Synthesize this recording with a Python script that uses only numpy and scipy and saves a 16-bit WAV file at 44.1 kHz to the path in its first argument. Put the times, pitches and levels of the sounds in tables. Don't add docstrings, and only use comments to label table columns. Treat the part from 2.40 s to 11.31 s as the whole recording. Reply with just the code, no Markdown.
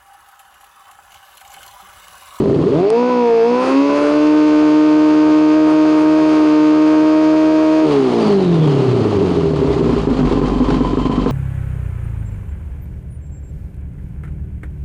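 import sys
import numpy as np
from scipy import signal
from scipy.fft import rfft, irfft
from scipy.io import wavfile
from scipy.ndimage import uniform_filter1d, minimum_filter1d

SR = 44100
rng = np.random.default_rng(int(sys.argv[2]) if len(sys.argv) > 2 else 0)


def to_wav(sig):
    pcm = np.clip(np.atleast_2d(sig), -1, 1) * 32767
    pcm = np.round(pcm).astype(np.int16)
    wavfile.write(sys.argv[1], SR, pcm.T)


N = 392931
T = np.arange(N) / SR

OPEN_S, SHUT_S = 0.39, 5.44
CLUTCH_S, CLUTCH_BITE_S = 1, 0.23
IDLE_HZ = 48.58

# time_s, level_db
SQUEAL_LEVELS = [(7.3, -83), (7.9, -44), (8.3, -41.5), (8.55, -38), (8.72, -35), (8.9, -41)]
# pitch_hz, width_hz, gain_db
SQUEAL_TONES = [(1017, 85, 8.5), (1120, 140, -4.5), (3110, 140, -5.5)]
# mesh_hz, level_db
CASING_RESPONSE = [(2300, -70), (2750, -46), (3200, -37), (3950, -44), (4600, -39), (5600, -62)]
# start_s, strength_db, decay_s, relative_tick_db
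KNOCK_HITS = [(.503, 3.5, 0.00077, -13), (7.701, -21, 0.0074, -17), (7.925, -10.5, 0.0065, -27),
              (8.083, -14, 0.0042, -19), (8.303, -9, 0.0098, -27), (8.342, -13.5, 0.0084, -29)]
# frequency_hz, gain_db
KNOCK_SPECTRUM = [(200, 7), (800, 22.5), (1300, 12.5), (2500, 2), (5000, -4), (9500, -27)]
# frequency_hz, gain_db
RATTLE_SPECTRUM = [(100, -41.5), (400, 12), (800, 12.5), (1200, 9.5), (1600, -1.5), (2100, -2), (3100, -1),
                   (3600, -5.5), (4400, -4), (5600, -14.5), (6600, -15), (7700, -21), (9600, -24.5)]
# centre_s, length_s, change_db
RATTLE_SURGES = [(5.53, .07, 2), (5.84, .18, 3), (7.13, .1, -3), (7.33, .13, 2), (7.42, .04, -5),
                 (7.57, .12, 2.5)]
# frequency_hz, gain_db
SCRUB_SPECTRUM = [(30, -20.5), (150, -17.5), (260, -5), (370, 8), (520, -1.5), (780, -6), (1020, -3.5),
                  (1400, -4.5), (3000, -36)]
# centre_s, length_s, scrub_boost_db, engine_boost_db
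TYRE_GRABS = [(1.28, .17, 15, 2), (1.63, 0.22, 10, 1), (3.3, 0.093, 5.5, 0), (3.6, 0.083, 7, .6),
              (3.9, 0.33, 5, 1.2)]
# frequency_hz, gain_db
RASP_SPECTRUM = [(120, -7.5), (400, 8), (700, 3.5), (1100, 9.5), (1500, -5.5), (1900, -0.5), (2300, 2.5),
                 (2450, 2.5), (2610, 6.5), (2850, -2), (3800, -5), (4700, -1), (5700, -9.5), (6600, -8.5),
                 (7600, -19), (9600, -20.5)]
# frequency_hz, level_db
BOOM_RESPONSE = [(48, -25), (70, -30), (100, -23.5), (155, -13), (185, -17.5), (222, -19), (275, -21.5),
                 (330, -18), (400, -9), (450, -13.5), (500, -25), (720, -22), (1100, -31)]
# firing_multiple, gain_db, idle_change_db, pickup_change_db
BOOM_TONES = [(1, 2, 1, -8), (1.5, -4.5, -23, -19), (2, -4, -1.5, 3), (3, -6.5, -12, -0.5),
              (4, -11.5, -2, 13.5)]
# strength_db, header_delay_s
CYLINDER_KICKS = [(-2.5, 0), (1, 0.0026), (-3, 0.00019), (2.7, 0.00066)]
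# frequency_hz, gain_db
COASTING_PIPE = [(15, -56), (35, -13), (60, -8.5), (115, 2.5), (170, 7), (225, -8.5), (280, 3.5), (330, 6),
                 (405, 13.5), (520, -11), (620, -3), (760, -23.5), (1050, -18.5), (1500, -49.5),
                 (4000, -56.5)]
IDLING_PIPE = [(15, -41), (55, -19.5), (90, -4), (160, 7.5), (200, -1.5), (255, 7.5), (320, 4.5),
               (420, 3.5), (520, -9.5), (680, -20), (1050, -13.5), (1500, -28), (4000, -64)]
# cycle_multiple, gain_db
WEAK_ORDERS = [(1, -28), (3, -29), (5, -23), (7, -31.5), (9, -25), (10, -31), (11, -31), (13, -29),
               (15, -30), (17, -33), (18, -38), (19, -39), (21, -34), (22, -39), (26, -40), (34, -34)]
# frequency_hz, gain_db
SILENCER_RESPONSE = [(62, -29.5), (77, -14), (100, -16.5), (140, -14.5), (154, 0.5), (230, -1),
                     (2000, -4.5)]
# centre_hz, width_hz, gain_db
PIPE_MODES = [(154.6, 10, -27.5), (174.6, 45, -27.5), (244, 17, -17.5), (275.9, 18, -10), (307.7, 24.6, -9),
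              (409, 84, -13.5), (448.5, 74, -10.5), (506.4, 78, -20), (585.2, 34, -17), (625.9, 19, -18.5),
              (687, 97, -23.5), (782, 40, -26.5), (924, 81, -29), (985, 93, -21), (1089, 50, -28.5),
              (1233, 28, -36), (1495, 120, -29.5)]
# firing_multiple, gain_db, flutter_db
NOTE_PARTIALS = [(.5, -7, 1.5), (1, 0, .26), (1.5, -12, .8), (2, 0, .5), (3, 0, 1.3), (3.5, -5, 2.2),
                 (4, 0, 2.2), (5, -7, 2.2), (6, -8, 2.2)]
# time_s, firing_hz
REV_UP_RATES = [(.08, 52.96), (.24, 83.7), (.41, 183.4), (.53, 227.2), (.6, 243.3), (.7, 249.4),
                (.82, 241.5), (.92, 231), (1.02, 228), (1.1, 240.6), (1.45, 282.9)]
# time_s, firing_hz
BURNOUT_RATES = [(1.8, 300), (1.97, 304.7), (2.16, 302.7), (2.38, 305.2), (3.13, 307.3), (3.17, 310),
                 (3.59, 308.7), (3.8, 311.1), (4.1, 305.5), (4.39, 307.7), (4.87, 311.7), (5.42, 314)]


def undb(db):
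    return 10 ** (np.asarray(db) / 20)


def curve(rows, at=T):
    return np.interp(at, *np.transpose(rows))


def swells(rows, column=2):
    return sum(row[column] * np.exp(-(2 * (T - row[0]) / row[1]) ** 2) for row in rows)


def unit(x):
    return x / np.sqrt(np.mean(x ** 2))


def steady(x, size=6000):
    return x / np.sqrt(uniform_filter1d(uniform_filter1d(x ** 2, size), size) + 1e-12)


def walk(rate_hz):
    knots = rng.standard_normal(8192)
    return 1.2 * np.interp(T * rate_hz, np.arange(len(knots)), knots)


def colour(x, response, size=4096):
    hz, db = np.transpose(response)
    grid_hz = np.maximum(np.arange(size // 2 + 1) * SR / size, 1)
    gain = undb(np.interp(np.log(grid_hz), np.log(hz), db))
    cepstrum = irfft(np.log(gain))
    cepstrum[1:size // 2] *= 2
    cepstrum[size // 2 + 1:] = 0
    impulse = irfft(np.exp(rfft(cepstrum)))
    return signal.fftconvolve(x, impulse)[:N]


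def ring(turns, width_hz):
    return walk(width_hz) * np.cos(2 * np.pi * turns) + walk(width_hz) * np.sin(2 * np.pi * turns)


def per_cycle(firings, orders, db, size=4096):
    lines = np.zeros(size // 2 + 1, complex)
    lines[np.rint(orders).astype(int)] = undb(db) * np.exp(2j * np.pi * rng.random(len(db)))
    place = firings / len(CYLINDER_KICKS) % 1 * size
    return np.interp(place, np.arange(size), irfft(lines) * size / np.sqrt(2))


def whistle(pitch_hz=7375, level_db=-59):
    fade_in = np.interp(T, [6.6, 7.4], [0, 1])
    return undb(level_db) * fade_in * np.sin(2 * np.pi * pitch_hz * T + walk(21))


def squeal():
    modes = sum(undb(db) * ring(hz * T, width_hz) for hz, width_hz, db in SQUEAL_TONES)
    return modes * undb(curve(SQUEAL_LEVELS))


def gear_whirr(firings, hz, pickup, teeth_per_firing=21.5):
    level_db = curve(CASING_RESPONSE, teeth_per_firing * hz) - 7 * pickup
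    return ring(teeth_per_firing * firings, width_hz=480) * undb(level_db)


def knocks():
    clank = unit(colour(rng.standard_normal(N), KNOCK_SPECTRUM))
    tick = rng.standard_normal(N)
    out = 0
    for start_s, strength_db, decay_s, tick_db in KNOCK_HITS:
        envelope = (T >= start_s) * np.exp(-np.abs(T - start_s) / decay_s)
        out += undb(strength_db) * envelope * (clank + undb(tick_db) * tick)
    return out / 2


def valve_rattle(firings, hz, pickup, idle_db=-28.5, db_per_octave=1.45, scatter_db=4):
    strength = undb(scatter_db * rng.standard_normal(8192))[firings.astype(int)]
    ticks = 0.55 * strength * np.exp(-(firings % 1))
    rattle = steady(colour((1 + ticks) * rng.standard_normal(N), RATTLE_SPECTRUM))
    level_db = idle_db + db_per_octave * np.log2(hz / IDLE_HZ) - 0.5 * pickup + swells(RATTLE_SURGES)
    return rattle * undb(level_db + 0.62 * walk(25))


def tyre_scrub(load, cold_db=-32.5, heat_db_per_s=0.88):
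    grip_db = 1.5 * walk(16) + swells(TYRE_GRABS)
    level_db = cold_db + heat_db_per_s * (T - CLUTCH_S) + grip_db
    scrub = unit(colour(rng.standard_normal(N), SCRUB_SPECTRUM))
    return np.sqrt(load) * scrub * undb(level_db)


def gas_rasp(firings, load, free_db=-31, load_db=2.5):
    orders = np.arange(12, 110)
    orders_db = -7 * (orders % 2) - .12 * orders
    clatter = unit(per_cycle(firings + .005 * walk(90), orders, orders_db))
    pulsing = 1 + 0.13 * np.cos(2 * np.pi * firings) + 0.061 * np.cos(np.pi * firings)
    hiss = unit(pulsing * rng.standard_normal(N))
    level_db = free_db + load_db * load + swells(TYRE_GRABS, column=3)
    return steady(colour(hiss + clatter, RASP_SPECTRUM)) * undb(level_db + .6 * walk(40))


def pipe_boom(firings, hz, lumpy, pickup, sputter_db=2.2):
    turns = firings + .03 * walk(70)
    out = 0
    for multiple, db, idle_db, pickup_db in BOOM_TONES:
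        level_db = curve(BOOM_RESPONSE, multiple * hz) + db + idle_db * lumpy ** 2 + pickup_db * pickup
        out += undb(level_db + sputter_db * walk(45)) * np.sin(2 * np.pi * multiple * turns)
    return np.sqrt(2) * out


def reflections(x, echoes=((.0039, .4), (.0077, .3), (.0123, .2))):
    return x + sum(gain * np.interp(T - lag_s, T, x, left=0) for lag_s, gain in echoes)


def exhaust_thumps(firings, hz, lumpy, pickup, scatter_db=4.5, jitter_s=0.00058):
    count = np.arange(1, int(firings[-1]))
    fire_s = np.interp(count, firings, T)
    uneven = np.interp(fire_s, T, lumpy) ** 0.62
    strength_db, header_s = np.array(CYLINDER_KICKS)[count % len(CYLINDER_KICKS)].T
    burn_luck, timing_luck = rng.standard_normal((len(count), 2)).T
    contrast = np.where(fire_s < OPEN_S, .35, 1)
    strength = undb(contrast * (strength_db + uneven * scatter_db * burn_luck))
    arrival_s = fire_s + header_s + jitter_s * uneven ** 2 * timing_luck
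    samples = np.clip(arrival_s * SR, 0, N - 1).astype(int)
    kicks = steady(np.bincount(samples, strength, N))
    trail = np.interp(firings // 1, count, strength) * np.exp(-(firings % 1))
    drive = kicks + lumpy ** 2 * steady(trail * rng.standard_normal(N))
    idling = np.interp(T, [7.1, 7.8], [0, 1])
    pipe = (1 - idling) * colour(drive, COASTING_PIPE) + idling * colour(drive, IDLING_PIPE)
    level_db = -19 + 6.5 * lumpy + 3.5 * pickup
    return steady(reflections(pipe)) * undb(level_db) + pipe_boom(firings, hz, lumpy, pickup)


def pipe_gain(hz):
    grid_hz = np.arange(2000)
    power = sum((undb(db) / (1 + (2 * (grid_hz - centre_hz) / width_hz) ** 2)) ** 2
                for centre_hz, width_hz, db in PIPE_MODES)
    return np.interp(hz, grid_hz, np.sqrt(power))


def exhaust_note(firings, hz, load):
    turns = firings + 0.0042 * walk(80)
    note = 0
    for multiple, db, flutter_db in NOTE_PARTIALS:
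        gain = pipe_gain(multiple * hz) * undb(db + flutter_db * walk(35))
        note += gain * np.sin(2 * np.pi * multiple * turns)
    orders = per_cycle(firings + 0.0036 * walk(60), *np.transpose(WEAK_ORDERS))
    orders_db = -10 + 0.5 * load + swells(TYRE_GRABS, column=3) + 3.5 * walk(70)
    return np.sqrt(2) * note + colour(orders, SILENCER_RESPONSE) * undb(orders_db)


def firing_rate(flare_hz=312.5, stall_hz=20, rundown_s=1.02):
    ridden_hz = curve(list(REV_UP_RATES) + list(BURNOUT_RATES))
    coasting_hz = stall_hz + (flare_hz - stall_hz) * np.exp(-np.maximum(T - SHUT_S, 0) / rundown_s)
    return np.where(T < SHUT_S, ridden_hz, np.maximum(coasting_hz, IDLE_HZ))


def scene():
    hz = firing_rate() * (1 + .0015 * walk(30))
    firings = np.cumsum(hz) / SR
    opening = np.clip((T - OPEN_S) / 0.166 + .5, 0, 1)
    shutting = np.clip((SHUT_S - T) / 0.049 + .5, 0, 1)
    throttle = opening * shutting
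    load = np.clip((T - CLUTCH_S) / CLUTCH_BITE_S, 0, 1)
    pickup = T < CLUTCH_S
    lumpy = np.minimum(70 / hz, 1)
    driven = exhaust_note(firings, hz, load) + tyre_scrub(load) + gas_rasp(firings, load)
    coasting = exhaust_thumps(firings, hz, lumpy, pickup) + valve_rattle(firings, hz, pickup)
    background = gear_whirr(firings, hz, pickup) + squeal() + whistle() + knocks()
    return (background + np.sqrt(throttle) * driven + np.sqrt(1 - throttle) * coasting)[None]


def record(dry, ceiling=0.66, clip_level=.51, window_samples=1300, top_hz=9900):
    peak = -minimum_filter1d(-np.abs(dry), window_samples)
    held = dry * uniform_filter1d(ceiling / np.maximum(peak, ceiling), window_samples)
    clipped = held / (1 + (np.abs(held) / clip_level) ** 20) ** (1 / 20)
    lowpass = signal.ellip(10, .2, 80, top_hz, fs=SR, output="sos")
    return signal.sosfilt(lowpass, clipped, axis=-1)


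dry = scene()
out = record(dry)
to_wav(out)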